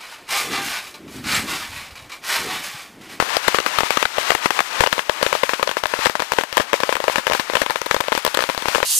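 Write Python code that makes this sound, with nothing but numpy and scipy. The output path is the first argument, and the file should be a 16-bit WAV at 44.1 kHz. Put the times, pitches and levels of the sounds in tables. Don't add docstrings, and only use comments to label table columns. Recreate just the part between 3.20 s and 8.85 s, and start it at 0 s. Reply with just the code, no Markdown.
import sys
import numpy as np
from scipy import signal
from scipy.fft import rfft, irfft
from scipy.io import wavfile
from scipy.ndimage import uniform_filter1d

SR = 44100
rng = np.random.default_rng(int(sys.argv[2]) if len(sys.argv) > 2 else 0)


def pcm_store(signal):
    levels = np.round(np.clip(np.atleast_2d(signal), -1, 1) * 32767)
    wavfile.write(sys.argv[1], SR, levels.astype(np.int16).T)


N = 249165

FIRE_MOVES_S = 1.5
TREBLE_MEAN_DB = -10


def amp(db):
    return 10 ** (np.asarray(db) / 20)


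def unit(x):
    return x / np.sqrt(np.mean(x ** 2))


def coloured(x, spectrum, lo_hz=1., hi_hz=30400.0):
    hz = np.maximum(np.fft.rfftfreq(len(x), 1 / SR), 1)
    points = np.array(spectrum)
    gain = amp(np.interp(np.log(hz), np.log(points[:, 0]), points[:, 1]))
    gain = gain / np.sqrt((1 + (lo_hz / hz) ** 4) * (1 + (hz / hi_hz) ** 4))
    return irfft(rfft(x) * gain, len(x))


def low_pass(edge_hz):
    return signal.butter(2, edge_hz, fs=SR, output="sos")


def flicker(rate_hz, depth_db):
    hold = int(SR / rate_hz)
    steps = np.repeat(rng.standard_normal(N // hold + 1), hold)
    smooth = uniform_filter1d(steps, hold)[:N]
    return amp(depth_db * unit(smooth))


def fading(since_s, t60_s):
    return (since_s > 0) * np.exp(-np.log(1000) * np.maximum(since_s, 0) / t60_s)


def blast(ms, length_ms):
    rise = np.clip((ms + .04) / .1, 0, 1)
    push = rise * np.cos(np.pi / 2 * np.clip((ms - .05) / .15, 0, 1))
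    pull = .83 * np.sin(np.pi * np.clip((ms - .2) / (length_ms - .2), 0, 1) ** .9)
    return push - pull


def snap(ms, noise):
    treble = coloured(noise, [(1800, -64), (3200, 10.0), (6000, -5.5), (10000, -9.5), (15000, -8)])
    burst = np.exp(-((ms - .35) / .45) ** 2) * treble
    return burst / np.abs(burst).max()


def rubble(ring_hz, noise, ground):
    hump = [(.3, -1), (.78, -18.5), (1, 3), (1.27, -9.5), (4, -16.5)]  # (times ring_hz, dB)
    around_ring = [(ring_hz * k, db) for k, db in hump]
    return unit(coloured(coloured(noise, ground), around_ring))


def crackers():
    # start_s, wave_length_ms, snap_db, peak_db (before overload), near_echo_db
    string_bangs = [(.0012, 0.66, -20, 11, -5.5), (.0249, .95, -23, 1, -19), (.1687, 1.14, -2.5, 7, -13.5),
                    (.2801, 0.46, -4, 3, 4.5), (.3454, 0.76, -10, 6, -9.5), (.3859, .57, -14, 6, -7.5),
                    (.4021, .95, -14, -7.5, -18), (.4627, 0.69, -12, 6.5, -9.5), (.5859, 0.7, -7.5, 3, -5.5),
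                    (.6064, 0.67, -9, 4, -12.5), (.6338, 0.95, -26, 1, -26), (.706, 0.77, -5.5, 7, -11),
                    (.7721, 0.87, -5.5, 5, -5), (.8275, 0.74, -9, 12, -10), (.8541, 0.58, -10, 4, -8.5),
                    (.9697, 0.62, -20, -12, -21), (.9831, .86, -13, 1.5, -9.5), (1.1037, 0.7, -12, 0, -3),
                    (1.1185, 0.67, -10, -1, -13), (1.1499, 0.72, -9, -3, -8), (1.2579, 0.6, -7.5, -1, -1.5),
                    (1.306, 0.64, -11, 7, -8), (1.3908, 0.68, -11, 7, -8), (1.4047, 0.67, -10, 6, -10.5),
                    (1.6062, 0.69, -3.5, 7, 1), (1.623, 1, -19, -14, -20), (1.6372, 0.71, -14, 4.5, -3),
                    (1.663, 0.75, -13, 1, -8), (1.6722, 0.64, -10, 0, -10.5), (1.7276, 0.73, -4, 1, -6.5),
                    (1.7803, 0.87, -20, -2.5, -13), (1.7929, 0.7, -14, 0.5, -14),
                    (1.8959, 0.65, -14, 9, -4.5), (2.013, 0.64, -22, -11, -18),
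                    (2.0279, 0.82, -0.5, 2, -2.5), (2.0645, 0.59, -11, 3, -9.5),
                    (2.1282, .79, -17, 10.5, -4.5), (2.1518, .75, -18, 0, -8.5), (2.234, 0.9, -11.5, 5, 0),
                    (2.2932, 0.65, -10, 7, -9), (2.3348, 0.71, -23, 4, -14.5),
                    (2.3959, 0.8, -27, -6.5, -13.5), (2.4108, 0.83, -29, -14, -25),
                    (2.4285, 0.67, -9, 3, -4.5), (2.475, 0.55, -14, -3, -9), (2.4928, .7, -17, -3, -15),
                    (2.5138, 0.67, -12.5, -3, -19), (2.5692, 0.64, -20, 1.5, -11),
                    (2.637, .7, -9, 1, -13), (2.6567, 0.63, -17, 2.5, -12), (2.7377, 0.6, -20, 3, -10.5),
                   (2.7902, 1.1, -23, -7.5, -15), (2.8573, 0.57, -6, 15, -3), (2.8674, 0.53, -12, 11, -7),
                   (2.8964, 0.79, -13, -4.5, -12.5), (2.9536, 0.69, -17.5, 0.5, -14.5),
                   (2.9963, 0.72, -14, -2, -19.5), (3.0024, 0.7, -15, 0.5, -21),
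                   (3.0217, 0.66, -13, -1, -11.5), (3.12, 0.62, -8.5, 9, -6), (3.1353, 1.3, -11, -2.5, -27),
                   (3.1859, 0.72, -17, 9, -2), (3.2098, .7, -23, -12, -14),
                   (3.2364, 0.62, -15, -1.5, -15.5), (3.3275, 0.54, -12.5, -7, -26),
                   (3.3703, 0.59, -2.5, 10, -4), (3.378, 0.39, -4, 5, -1.5), (3.3987, 0.56, -17, -11, -4.5),
                   (3.405, .63, -16, -1, -11.5), (3.5316, 0.62, -16, 14.5, -5.5),
                   (3.5403, 0.8, -21, 7, -11.5), (3.6032, 1.18, -13, -2.5, -14),
                    (3.6343, 0.72, -13, 12, -7.5), (3.6923, 0.86, -19, 2.5, -11.5),
                    (3.7261, 0.7, -12.5, 7, -8), (3.7542, 0.43, -13, 0.5, -13.5),
                    (3.7673, 0.56, -16, -3, -14), (3.8025, 0.89, -17, -6, -17.5),
                    (3.8408, 0.95, -11.5, -1, -15), (3.881, 0.73, -15, 6, -5.5),
                    (3.8982, 1.02, -23, -0.5, -18), (3.9583, 0.61, -9, 10, -9), (3.9828, 0.67, -11, 0, -5),
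                    (3.9942, 0.76, -28, -11, -17), (4.0688, 0.59, -12, 9, -9),
                    (4.0786, 0.67, -16, -1.5, -20), (4.099, 1.06, -13, -3, -13),
                    (4.1124, 1.06, -29, -3, -13.5), (4.121, 0.68, -7, 5, -22), (4.134, 0.48, -8, 3, -11),
                    (4.1495, 0.71, -10, -2, -9.5), (4.197, 0.54, -8, 2, -8),
                    (4.299, 0.82, -17, -2.5, -15.5), (4.3354, 0.65, -14, -7, -16),
                    (4.3534, 0.66, -11, 15, -2), (4.3689, 0.72, -14, 2, -9.5), (4.4168, 0.56, -8, -1, -2.5),
                   (4.4234, 0.56, -25, -5, -21), (4.4351, 1.1, -23, -9, -25),
                   (4.4629, 0.85, -15, -3.5, -12), (4.4987, 1.11, -15, -3.5, -12),
                   (4.5066, 0.57, -11, 2, -15), (4.5588, .73, -13, 0.5, -16.5),
                   (4.6165, 0.86, -11, -4, -14), (4.6608, 0.52, -15, -10, -21),
                   (4.6647, 1.1, -15.5, -6, -18), (4.711, 0.89, -7.5, 6.5, -4), (4.7446, 0.57, -9, -1, -8),
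                   (4.7651, 0.7, -21, -1, -12.5), (4.8047, 0.84, -15, 1, -36), (4.8079, 0.71, -8, -2, -11),
                   (4.8393, 0.37, -24, -14, -24), (4.8833, .75, -19, -4, -15.5),
                   (4.9209, .88, -11, 4.5, -26), (4.9258, 0.59, -15, 4, -8), (4.9512, 0.97, -14, -0.5, -30),
                    (4.9769, 0.67, -7.5, 1, -10), (5.0498, 0.93, -4, -0.5, -8), (5.0641, 0.74, -7.5, 1, -7),
                   (5.0773, .7, -10, -3, -16), (5.1443, 1.1, -9, -5, -21), (5.1479, 0.7, -6, -2, -10.5),
                   (5.1723, 0.6, -6, 1, -6.5), (5.1909, 0.6, -12, 6, -12), (5.2061, 0.51, -18, 0, -16),
                   (5.2238, 0.72, -11, -1.5, -17), (5.2394, 0.69, -14.5, 0.5, -19),
                   (5.2908, 0.72, -15, -1.5, -15), (5.2982, .86, -14.5, 0, -10.5),
                   (5.348, 0.68, -16.5, -8.5, -21.5), (5.3777, 0.84, -10.5, -2.5, -35),
                   (5.423, 0.49, -14, -8.5, -19), (5.457, 0.85, -15, 1, -20), (5.4843, .75, -8, 4, -13),
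                   (5.5488, 0.68, -7, 10, -9), (5.5574, 0.69, -17, 5, -12), (5.5824, 1.3, -28, -2.5, -20),
                   (5.6032, 0.77, -19, -2, -23), (5.629, 0.72, -9, 9, -8)]
    bang_list = string_bangs
    # pitch_hz of the scatter ring, lopsided overload (-1 to 1)
    cracker_rings = [(1460, 0.14), (670, -0.077), (634, -0.061), (900, -0.19), (1300, 0.048), (1290, 0.032),
                     (2790, -0.028), (1260, 0.012), (1260, 0.094), (2070, 0.031), (2080, -0.088),
                     (2000, 0.021), (1170, 0.037), (2790, 0.03), (1260, -0.08), (1700, -0.003), (590, -0.055),
                     (1970, 0.1), (1930, -0.037), (1940, -0.086), (2060, 0.077), (1730, 0.021),
                     (2370, -0.015), (694, 0.022), (1820, 0.369), (590, -0.064), (690, 0.047), (2870, 0.031),
                     (2830, 0.025), (1720, -0.074), (740, 0.02), (1900, -0.021), (577, 0.093),
                     (1820, -0.0082), (1390, 0.039), (2570, -0.084), (654, -0.04), (643, -0.023),
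                     (1470, -0.055), (1880, -0.047), (675, -0.03), (640, -0.0007), (610, -0.002),
                     (1230, -0.077), (580, -0.019), (580, -0.017), (1100, -0.021), (620, -0.017),
                     (630, -0.064), (623, -0.05), (606, 0.005), (1830, -0.042), (1940, 0.052), (1030, 0.032),
                    (1810, -0.033), (590, -0.0094), (620, 0.0099), (1860, -0.037), (607, -0.013),
                    (1070, 0.033), (576, -0.022), (1790, 0.11), (3030, -0.011), (590, -0.01), (1950, -0.03),
                    (970, 0.066), (1660, 0.033), (566, 0.043), (1690, -0.087), (1080, 0.02), (570, -0.014),
                    (560, -0.024), (1040, -0.012), (533, -0.024), (670, 0.011), (2500, -0.046), (1110, 0.0),
                    (570, -0.014), (560, -0.034), (574, 0.031), (570, -0.023), (2390, -0.055), (530, 0.04),
                    (577, -0.0096), (2530, -0.066), (600, -0.002), (550, -0.029), (600, -0.027),
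                    (600, -0.064), (2920, -0.067), (810, 0.006), (570, -0.045), (564, -0.007), (583, -0.03),
                     (990, -0.11), (2980, 0.019), (1050, 0.08), (1970, 0.035), (610, -0.012), (580, -0.023),
                  (590, -0.032), (820, -0.027), (1780, -0.0077), (1050, -0.033), (510, 0.0072),
                  (570, -0.011), (1620, -0.11), (544, -0.06), (593, -0.084), (960, -0.056), (2000, 0.052),
                  (1960, -0.001), (550, -0.021), (2580, -0.048), (570, -0.031), (500, -0.03), (640, 0.046),
                  (560, -0.0067), (596, 0.021), (2800, -0.053), (1090, 0.0018), (990, 0.028), (1140, 0.024),
                  (1780, 0.023), (1120, -0.033), (1770, -0.003), (3020, -0.03), (593, -0.034),
                  (580, -0.021), (1710, -0.005), (1810, -0.064), (1120, -0.007), (1880, -0.045),
                  (1810, -0.103), (2730, -0.014), (1830, -0.088), (544, -0.0088), (1770, -0.016),
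                  (1880, 0.11)]
    ring_list = cracker_rings
    # start_s, snap_db
    duds = [
        (2.6686, -13.0),
        (2.8525, -4.0),
    ]
    # delay_ms, strength (negative = flipped)
    later_echoes = [(1.85, .24), (2.08, .18), (2.62, -.33), (3.05, -.1), (3.39, .06), (3.86, .15),
                    (4.19, -.09), (4.51, -.05)]
    # delay_ms, strength
    first_echoes = [(1.0, .15), (1.45, .15), (1.8, .3), (2.2, .15), (2.45, .25), (3.35, .33), (3.9, .27),
                    (4.35, .12)]
    # pitch_hz, level_db (per Hz)
    later_ground = [(50, 8), (300, -6), (580, 3.5), (730, -5), (950, 0.5), (1800, -5.5), (2900, -4),
                    (5000, -4), (15000, -6.5)]
    # pitch_hz, level_db (per Hz)
    first_ground = [(300, -7.5), (550, -0.5), (800, 2), (1250, -1.5), (2000, -1), (5000, -8)]

    echo_db, scatter_db, ring_db, snap_boost_db = 13, 2, -5, 4.5
    scatter_s, linger_s, linger_db = 0.003, 0.0076, -13
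    echo_edge_hz, snap_db_per_octave = 5340, 10
    thud_ms, thud_db = 1.18, 11.5
    hum_hz, hum_t60_s, hum_db, hum_lag_s = 595.4, 0.031, -17.5, 0.001976
    overtone_hz, overtone_db = 1735, -6.5
    trunks_t60_s, trunks_db = 0.14, -24

    span, short = 4096, 1024
    bangs, snaps, thuds, trunks = np.zeros((4, N + span))
    chance = rng.standard_normal((len(bang_list), 2 * len(later_echoes) + span + 1))
    for bang, (ring_hz, lopsided), luck in zip(bang_list, ring_list, chance):
        s, length_ms, snap_db, peak_db, near_db = bang
        at_start = s < FIRE_MOVES_S
        echoes = first_echoes if at_start else later_echoes
        ground = first_ground if at_start else later_ground
        start, length_ms = int(s * SR), min(length_ms, .97)
        tail_s = (start + np.arange(span)) / SR - s
        ms = 1000 * tail_s[:short]

        after = np.maximum(ms - length_ms, 0)
        rebound = 0.4 * np.sin(np.pi * after / .4) ** 2 * np.exp(-after / 0.64)
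        wave = amp(peak_db) * (blast(ms, length_ms) + rebound)

        near = np.zeros(short)
        for (lag_ms, share), shift, size in zip(echoes, luck[span::2], luck[span + 1::2]):
            echo = blast(ms - lag_ms - 0.072 * shift, 0.73)
            near += amp(near_db + echo_db + 2.2 * size) * share * echo

        burst = np.exp(-(ms / 1000 / scatter_s) ** 3)
        linger = amp(linger_db) * np.exp(-ms / 1000 / linger_s)
        hold = np.clip((ms - .5) / 0.058, 0, 1) * (burst + linger)
        ring_s = (ms - length_ms) / 1000
        near += amp(near_db + scatter_db) * hold * rubble(ring_hz, luck[:short], ground)
        near += amp(near_db + ring_db) * hold * np.sin(2 * np.pi * ring_hz * ring_s)

        edge_hz = echo_edge_hz * 2 ** ((snap_db - TREBLE_MEAN_DB) / snap_db_per_octave)
        wave += coloured(near, [(100, 0), (10000, 0.005)], hi_hz=edge_hz)

        if s > FIRE_MOVES_S:
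            since = ms / 1000 - hum_lag_s
            hum = fading(since, hum_t60_s) * np.sin(2 * np.pi * hum_hz * since)
            wave += amp(min(peak_db, 3.0) + hum_db) * hum
            wave += amp(near_db + overtone_db) * hold * np.sin(2 * np.pi * overtone_hz * ring_s)

        bangs[start:start + short] += wave
        snaps[start:start + short] += amp(snap_db + snap_boost_db) * snap(ms, luck[short:2 * short])
        thud = np.sin(np.pi * np.clip(ms / thud_ms, 0, 1)) ** 2
        thuds[start:start + short] += amp(thud_db) * lopsided * thud
        reined_db = min(peak_db, 2.5) + trunks_db
        trunks[start:start + span] += (amp(reined_db) * fading(tail_s - .002, trunks_t60_s)) ** 2

    for s, snap_db in duds:
        start = int(s * SR)
        pop = snap(1000 * np.arange(short) / SR, rng.standard_normal(short))
        snaps[start:start + short] += 1.5 * amp(snap_db) * pop
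    return bangs[:N], snaps[:N], thuds[:N], trunks[:N]


def cracks():
    # start_s, pitch_hz, peak_db
    crack_list = [(0.0013, 3000, -11), (0.1684, 4340, 2.5), (0.386, 5260, -11), (0.4022, 5500, -8),
                  (0.4632, 6800, -6), (0.586, 2900, 1), (0.6065, 4500, -4), (0.7062, 4300, -11),
                  (0.8273, 3100, -3), (0.8545, 2900, -9), (1.1062, 2880, 7), (1.26, 3070, -12),
                  (1.6374, 2900, -3.5), (1.6629, 2900, -8), (1.672, 3200, -8), (1.7927, 2900, -6),
                  (1.8956, 3700, -4), (2.0647, 3000, -5), (2.2935, 2800, -12), (2.4745, 4750, -6.5),
                  (2.4922, 3100, -6), (2.5139, 5100, -13.5), (2.638, 2900, -6), (2.6568, 3200, -9),
                  (2.868, 3800, -8), (2.8967, 3700, -12), (3.003, 5460, -12), (3.0218, 3100, -16),
                  (3.1854, 3400, -10), (3.2112, 3000, -10), (3.328, 4450, -15), (3.4056, 2900, -8),
                  (3.532, 2960, -2), (3.7543, 3000, -6), (4.0684, 2800, -5), (4.0992, 3600, -11),
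                  (4.1353, 2800, -12), (4.4626, 3180, -8.5), (4.5068, 3400, -5), (4.5582, 2870, -9),
                  (4.6166, 5430, -11), (4.7457, 3000, -10), (4.7652, 3220, -5), (4.808, 3800, -9),
                  (4.8835, 3200, -6.5), (4.9259, 4800, -9), (4.9514, 4700, -4), (5.077, 3100, -17),
                  (5.1482, 4000, -11), (5.1725, 3800, 0), (5.191, 4100, -4), (5.2067, 4000, -5),
                  (5.2395, 4500, -8), (5.2907, 3820, -14), (5.3781, 3330, -6), (5.423, 3320, -9),
                  (5.4842, 2900, -6), (5.5576, 4200, -1.5), (5.6033, 3100, -8), (5.6284, 2900, -14)]
    crack_db, crack_cycles = -0.6, 1
    out = np.zeros(N + 64)
    samples = np.arange(-32, 32)
    around_s = samples / SR
    for (s, hz, db), turn in zip(crack_list, rng.random(len(crack_list))):
        bell = np.exp(-(around_s * hz / crack_cycles) ** 2)
        tone = np.cos(2 * np.pi * (hz * around_s + turn))
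        out[int(s * SR) + samples] += amp(db + crack_db) * bell * tone
    return out[:N]


def ducking():
    # start_s, depth_db
    clamps = [(0, 9), (0.162, 9.5), (0.286, 9.5), (0.369, 7.5), (0.591, 5.5), (0.825, 11.5), (1.101, 10.5),
              (1.16, 3), (1.261, 14.5), (1.382, 16.5), (1.62, 11), (1.799, 8.5), (2.16, 4), (2.32, 6),
              (2.51, 6.5), (2.59, 5), (2.86, 8.5), (2.91, 7), (3.03, 6), (3.216, 13.5), (3.419, 8.5),
              (3.56, 6), (3.72, 7), (3.98, 5.5), (4.2, 3.5), (4.42, 8), (4.56, 7), (5.1, 0.5), (5.318, 4),
              (5.58, 8)]
    attack_s, release_s = 0.032, 0.1
    s, depth_db = np.transpose(clamps)
    since = np.maximum(np.arange(N)[:, None] / SR - s, 0)
    dip = np.exp(-since / release_s) - np.exp(-since / attack_s)
    return amp(-dip @ depth_db / np.abs(dip).max())


def woods(trunk_power):
    # start_s, level_db, treble_db (against the level)
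    wash_levels = [(0, -14, -4.5), (.35, -5.5, -7), (.7, -16, -6), (1.05, -13.5, -5), (1.41, -2.5, -6),
                   (1.76, -16.5, -4), (2.12, -20, -5), (2.47, -23, -3.5), (2.82, -15.5, -5.5),
                   (3.18, -17.5, -4.5), (3.53, -15, -6), (3.88, -20, -4), (4.24, -21, -5.5),
                   (4.6, -19, -3.5), (4.94, -25.5, -3.5), (5.3, -26.5, -2.5), (5.65, -14, -5.5)]
    # pitch_hz, level_db (per Hz)
    wash_colour = [(50, -12), (200, -15), (450, -11.5), (700, -7), (950, 0.5), (1400, -2), (2400, -2.5),
                   (4000, -7.5), (6000, -11.5), (15000, -23)]
    # start_s, level_db
    swell_levels = [(0, -1.5), (.5, -7.5), (1.0, -7), (1.55, -4), (2.1, -4), (3.0, -6), (4.2, -4),
                    (5.65, -6.5)]
    swell_hz, swell_width_hz = 1249, 590
    fresh_s, fresh_power, fresh_treble = 0.018, 0.19, 0.11

    s, level_db, treble_db = np.transpose(wash_levels)
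    now = np.arange(N) / SR
    level = amp(np.interp(now, s, level_db))
    treble = amp(np.interp(now, s, treble_db - TREBLE_MEAN_DB))
    gain = ducking()
    treble = treble * gain ** -fresh_treble
    keep = np.exp(-1 / (fresh_s * SR))
    recent = signal.lfilter([1 - keep], [1, -keep], trunk_power) / trunk_power.mean()
    treble = treble * (recent + 0.082) ** fresh_power

    grains = rng.standard_normal(N) * flicker(400, 0.81) * flicker(89, 0.57)
    grains = grains * flicker(35, 1.3)
    scale = np.sqrt(np.mean(coloured(grains, wash_colour) ** 2))
    wash_power = 0.32 * (level * gain) ** 2
    body_gain = np.sqrt(wash_power + trunk_power)
    bright_gain = np.sqrt(0.4 * wash_power * treble ** 0.79 + 0.062 * trunk_power)
    top_gain = np.sqrt(0.21 * wash_power * treble ** 3.34 + .5 * trunk_power)
    out = body_gain * coloured(grains, wash_colour, hi_hz=4070.0)
    out += bright_gain * coloured(grains, wash_colour, lo_hz=5200.0, hi_hz=7160.0)
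    out += top_gain * coloured(grains, wash_colour, lo_hz=10400.0)

    turn = 2 * np.pi * np.cumsum(swell_hz * flicker(12, 0.8)) / SR
    slow = signal.sosfilt(low_pass(swell_width_hz), rng.standard_normal((2, N)))
    swell = unit(slow[0] * np.cos(turn) + slow[1] * np.sin(turn)) * flicker(150, 1.1)
    swell_gain = amp(np.interp(now, *np.transpose(swell_levels)))
    return out / scale + np.sqrt(wash_power) * swell_gain * swell


def scene():
    # pitch_hz, level_db
    later_lane = [(250, -2.5), (450, -1.5), (600, 0.5), (730, -4.5), (900, -0.64), (1300, -3.2), (2200, -1),
                  (3500, -3.36)]
    # pitch_hz, level_db
    first_lane = [(250, 0.5), (500, -1), (800, -0.5), (1300, -1.1), (3000, -0.7)]
    rumble_db = -13.5
    bangs, snaps, thuds, trunk_power = crackers()
    wash = woods(trunk_power)
    early = np.arange(N) < FIRE_MOVES_S * SR
    lane_bangs = np.where(early, coloured(bangs, first_lane), coloured(bangs, later_lane))
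    air = lane_bangs + wash + 0.95 * cracks()
    top = .93
    flat = air / (1 + np.abs(air / top) ** 5) ** (1 / 5) + snaps
    thin = flat - 0.34 * signal.sosfiltfilt(low_pass(260), flat)
    excess = thin - thuds - amp(rumble_db) * wash
    deep = signal.sosfiltfilt(low_pass(190), excess)
    return np.array([thin - deep, np.zeros(N)])


def record(dry):
    top_cut = [(15400, 0), (15700, -18), (16500, -22), (16700, -50)]  # (pitch_hz, level_db)
    heard = dry[0]
    for wall in (.98, .97):
        heard = coloured(np.clip(1.03 * heard, -wall, wall), top_cut)
    return np.array([np.clip(heard, -1, 1), dry[1]])


dry = scene()
out = record(dry)
pcm_store(out)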